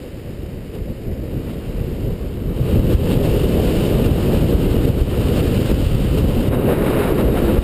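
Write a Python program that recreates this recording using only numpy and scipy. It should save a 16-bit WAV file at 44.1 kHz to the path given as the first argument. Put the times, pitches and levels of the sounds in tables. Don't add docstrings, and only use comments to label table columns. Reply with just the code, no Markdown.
import sys
import numpy as np
from scipy import signal
from scipy.fft import rfft, irfft, next_fast_len
from scipy.io import wavfile
from scipy.ndimage import uniform_filter1d

SR = 44100
rng = np.random.default_rng(int(sys.argv[2]) if len(sys.argv) > 2 else 0)


def store_pcm(level_fs):
    pcm = np.round(np.clip(level_fs, -1, 1) * 32767).astype(np.int16)
    wavfile.write(sys.argv[1], SR, np.atleast_2d(pcm).T)


N = 336483
TIME = np.arange(N) / SR


def from_db(db):
    return 10 ** (np.asarray(db) / 20)


def unit_rms(x):
    return x / np.sqrt(np.mean(x ** 2) + 1e-20)


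def curves(rows):
    times, *columns = np.transpose(rows)
    return [np.interp(TIME, times, column) for column in columns]


def swells(rows, width_s):
    return sum(height * np.exp(-((TIME - s) / width_s) ** 2) for s, height in rows)


def drift(rate_hz):
    step, run_in = 10, 4000
    pole = np.exp(-2 * np.pi * rate_hz * step / SR)
    noise = rng.standard_normal(N // step + run_in + 2)
    slow = signal.lfilter([1], [1, -2 * pole, pole * pole], noise)[run_in:]
    return np.interp(np.arange(N) / step, np.arange(len(slow)), unit_rms(slow))


def coloured(x, spectrum):
    size = next_fast_len(N)
    hz = np.maximum(np.arange(size // 2 + 1) * SR / size, 1)
    points_hz, points_db = np.transpose(spectrum)
    envelope = from_db(np.interp(np.log(hz), np.log(points_hz), points_db))
    bass_rolloff = np.minimum(hz / points_hz[0], 1) ** 2
    return unit_rms(irfft(rfft(x, size) * envelope * bass_rolloff, size)[:N])


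def resonance(x, hz, width_hz, gain_db):
    cosine = np.cos(2 * np.pi * hz / SR)
    k, a = np.tan(np.pi * width_hz / SR), from_db(gain_db / 2)
    return signal.lfilter([1 + k * a, -2 * cosine, 1 - k * a], [1 + k / a, -2 * cosine, 1 - k / a], x)


def steadied(x, span_s):
    span = int(span_s * SR)
    power = uniform_filter1d(uniform_filter1d(x ** 2, span), span)
    return x / np.sqrt(power + 1e-9)


# (frequency [Hz], bandwidth [Hz], relative level [dB])
GAP_TONES = [(2813, 340, -0.5), (3778, 93, -7.5)]

def whistles(flow_db, judder):
    tones = np.zeros(N)
    for hz, width_hz, db in GAP_TONES:
        band = signal.butter(2, [hz - width_hz / 2, hz + width_hz / 2], "band", fs=SR, output="sos")
        tones += from_db(db) * unit_rms(signal.sosfilt(band, rng.standard_normal(N)))
    return from_db(flow_db - 12.5 + 1.7 * judder) * tones


# (frequency [Hz], relative level [dB])
EDDY_SPECTRUM = [(12, -11), (25, -1.5), (50, 2), (100, 0.5), (160, -3.5), (250, -10.5), (500, -24),
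                 (1000, -61)]
# (time [s], relative level [dB])
HEADWIND_LEVELS = [(0, -38), (0.3, -30.5), (1.4, -29), (1.75, -25.5), (2.45, -25), (2.72, -15.5),
                   (3.6, -18), (5.4, -18.0), (6.3, -16.5), (6.9, -24), (7.63, -15.5)]
# (time [s], level change [dB])
GUSTS_AND_LULLS = [(0.67, -2), (0.82, 1), (1.02, -5), (1.09, 7), (1.37, 6), (1.81, 5), (2.13, 7.5),
                   (2.18, -4), (2.61, 2), (2.79, 6), (5.75, 3.5), (6.28, 0.5)]
# (time [s], relative peak level [dB], half-width [s])
EDDY_SLAPS = [(0.82, -10, 0.0043), (2.604, -4.5, 0.0035), (2.953, 3.5, 0.0041), (4.066, 0, 0.0031),
              (4.118, 2, 0.0027), (4.376, -3, 0.0033), (4.902, 4.5, 0.0018), (5.02, 0.5, 0.0049),
              (5.742, 1, 0.0033), (5.871, -2.5, 0.0034), (6.485, 0, 0.0026), (7.591, 6.5, 0.0048)]

def wind(buffet_db):
    headwind_db, = curves(HEADWIND_LEVELS)
    level_db = headwind_db + swells(GUSTS_AND_LULLS, width_s=0.026) + buffet_db + 0.5
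    eddies = steadied(coloured(rng.standard_normal(N), EDDY_SPECTRUM), span_s=0.12)
    slaps = np.zeros(N)
    for s, db, half_width_s in EDDY_SLAPS:
        u = (TIME - s) / half_width_s
        slaps += from_db(db - 5.0) * (1 - u ** 2) * np.exp(-u ** 2 / 2)
    return from_db(level_db) * eddies + slaps


def crystals(per_s, spread_db, rub):
    sizes = from_db(spread_db * np.minimum(rng.exponential(1, N), 5))
    signs = rng.choice([-1, 1], N)
    breaks = rng.random(N) < per_s / SR
    return unit_rms(sizes * signs * breaks) + rub * rng.standard_normal(N)


# (frequency [Hz], relative level [dB])
RASP_SPECTRUM = [(1000, -23), (1600, -3), (1950, 0.5), (2500, -3), (3300, -21), (4200, -11), (5100, -4),
                 (7000, -27)]

def slow_rasp(judder):
    speed_up_s, fade_s = 2.2, 0.35
    fade = np.exp(-np.maximum(TIME - speed_up_s, 0) / fade_s)
    grains = crystals(per_s=5900, spread_db=3.0, rub=0.95)
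    return fade * from_db(-53.5 + 0.5 * judder) * coloured(grains, RASP_SPECTRUM)


# (frequency [Hz], relative level [dB])
HISS_SPECTRUM = [(900, -19), (1600, -4), (2300, -1), (3000, 7), (4000, -2), (5200, -2), (6000, 2.5),
                 (7000, -40)]

def base_hiss(hiss_db, judder):
    edge_change_s, settle_s = 6.49, 0.29
    lifted = (TIME > edge_change_s) * np.exp(-np.abs(TIME - edge_change_s) / settle_s)
    level_db = hiss_db + 10.0 + 0.75 * judder - 16.5 * lifted
    per_s = 7000 * from_db((hiss_db - hiss_db.max()) / 2)
    grains = crystals(per_s, spread_db=2.5, rub=0.87)
    return from_db(level_db) * coloured(grains, HISS_SPECTRUM)


# (frequency [Hz], relative level [dB])
SCRAPE_SPECTRUM = [(350, -4.5), (700, 3), (900, 0), (1300, -1.5), (1800, -7), (2400, -8.5), (3500, -14.5),
                   (4600, -25), (6000, -22), (7000, -60)]
# (frequency [Hz], bandwidth [Hz], gain [dB])
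EDGE_MODE = (3780, 300, 4.5)

def edge_scrape(scrape_db, bites, judder):
    force = np.hypot(from_db(scrape_db), bites)
    grains = coloured(crystals(per_s=5000, spread_db=2.0, rub=1.0), SCRAPE_SPECTRUM)
    return force * from_db(1.24 + 0.5 * judder) * resonance(grains, *EDGE_MODE)


# (frequency [Hz], relative level [dB])
RUMBLE_SPECTRUM = [(60, -38), (130, -1), (200, 0.5), (300, 0), (400, 0), (500, -2), (580, -6.5),
                   (700, -17.5), (900, -25.5), (2000, -47)]

def board_rumble(rumble_db, thrum):
    force = np.hypot(from_db(rumble_db + 1.53), thrum)
    return force * steadied(coloured(rng.standard_normal(N), RUMBLE_SPECTRUM), span_s=0.06)


# (time [s], rumble [dB], scrape [dB], hiss [dB])
RIDE_LEVELS = [(0, -37.5, -52.5, -60.5), (1.15, -34.5, -54, -63.5), (1.45, -32, -48.5, -59),
               (2.0, -32, -49, -58), (2.45, -34, -48.5, -60.5), (2.72, -23.5, -40, -51),
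               (3.15, -21.5, -40, -48.5), (3.85, -19.5, -36.5, -45.5), (4.2, -22, -37.5, -48.5),
               (5.05, -24, -39, -49.5), (5.68, -21.5, -37, -46), (5.9, -28.5, -39.5, -48.5),
               (6.4, -22.5, -38, -49.5), (6.6, -20.5, -36, -48), (7.02, -19, -28, -51.5),
               (7.25, -21, -35.5, -52), (7.63, -18.5, -32.5, -47)]
# (time [s], level rise [dB])
RIDGE_LOADS = [(0.04, 0.5), (0.76, 5.5), (1.49, 3), (2.7, 2), (2.92, 2.5), (3.12, 4), (3.25, 3.5),
               (3.62, 2.5), (4.06, 2.5), (4.36, 4.5), (4.875, 5), (5.38, 3.5), (5.72, 2), (6.18, 4)]
# (time [s], scrape [dB], board thrum [dB])
EDGE_BITES = [(6.539, -33, -24), (6.696, -27.5, -11.5), (6.735, -26.5, -19), (6.87, -27.5, -23.5),
              (7.025, -26.5, -31), (7.199, -30.5, -16.5), (7.378, -28, -26), (7.502, -29, -14.5),
              (7.572, -31.5, -20)]

def scene():
    rumble_db, scrape_db, hiss_db = curves(RIDE_LEVELS) + swells(RIDGE_LOADS, width_s=0.024)
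    bites = swells([(s, from_db(db)) for s, db, _ in EDGE_BITES], width_s=0.023)
    thrum = swells([(s, from_db(db)) for s, _, db in EDGE_BITES], width_s=0.023)
    judder = unit_rms(drift(rate_hz=24) + 2.0 * drift(rate_hz=91))
    buffet_db = 1.78 * drift(rate_hz=8.8)
    flow_db = (rumble_db + hiss_db) / 2
    air = wind(buffet_db) + whistles(flow_db, judder)
    carving = board_rumble(rumble_db + 0.75 * buffet_db, thrum) + edge_scrape(scrape_db, bites, judder)
    gliding = base_hiss(hiss_db, judder) + slow_rasp(judder)
    return np.tile(air + carving + gliding, (2, 1))


def limiter(x, threshold_db, release_db_per_s=73.0, attack_s=0.0026):
    over_db = np.maximum(20 * np.log10(np.abs(x) + 1e-9) - threshold_db, 0)
    release_db = release_db_per_s * TIME
    held_db = np.maximum.accumulate(over_db + release_db) - release_db
    pole = np.exp(-1 / (attack_s * SR))
    return x * from_db(-signal.lfilter([1 - pole], [1, -pole], held_db))


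def sample_and_hold(x, passband_hz=5140, rate_hz=12000):
    band_limited = signal.sosfilt(signal.butter(12, passband_hz, fs=SR, output="sos"), x)
    samples = signal.resample_poly(band_limited, rate_hz, SR, axis=-1)
    steps = np.repeat(samples, 4, axis=-1)
    return signal.resample_poly(steps, SR, 4 * rate_hz, axis=-1)[:, :N]


# (frequency [Hz], bandwidth [Hz], gain [dB])
CASE_MODES = [(2700, 140, 1), (3370, 350, -3.5)]

def record(dry):
    for hz, width_hz, gain_db in CASE_MODES:
        dry = resonance(dry, hz, width_hz, gain_db)
    thresholds_db = (-7.747, -7.853)
    limited = np.array([limiter(x, db) for x, db in zip(dry, thresholds_db)])
    saturated = 1.506 * np.tanh(limited / 1.33)
    treble_cut = signal.ellip(12, 0.2, 80, 15300, fs=SR, output="sos")
    return signal.sosfilt(treble_cut, sample_and_hold(saturated))


dry = scene()
out = record(dry)
store_pcm(out)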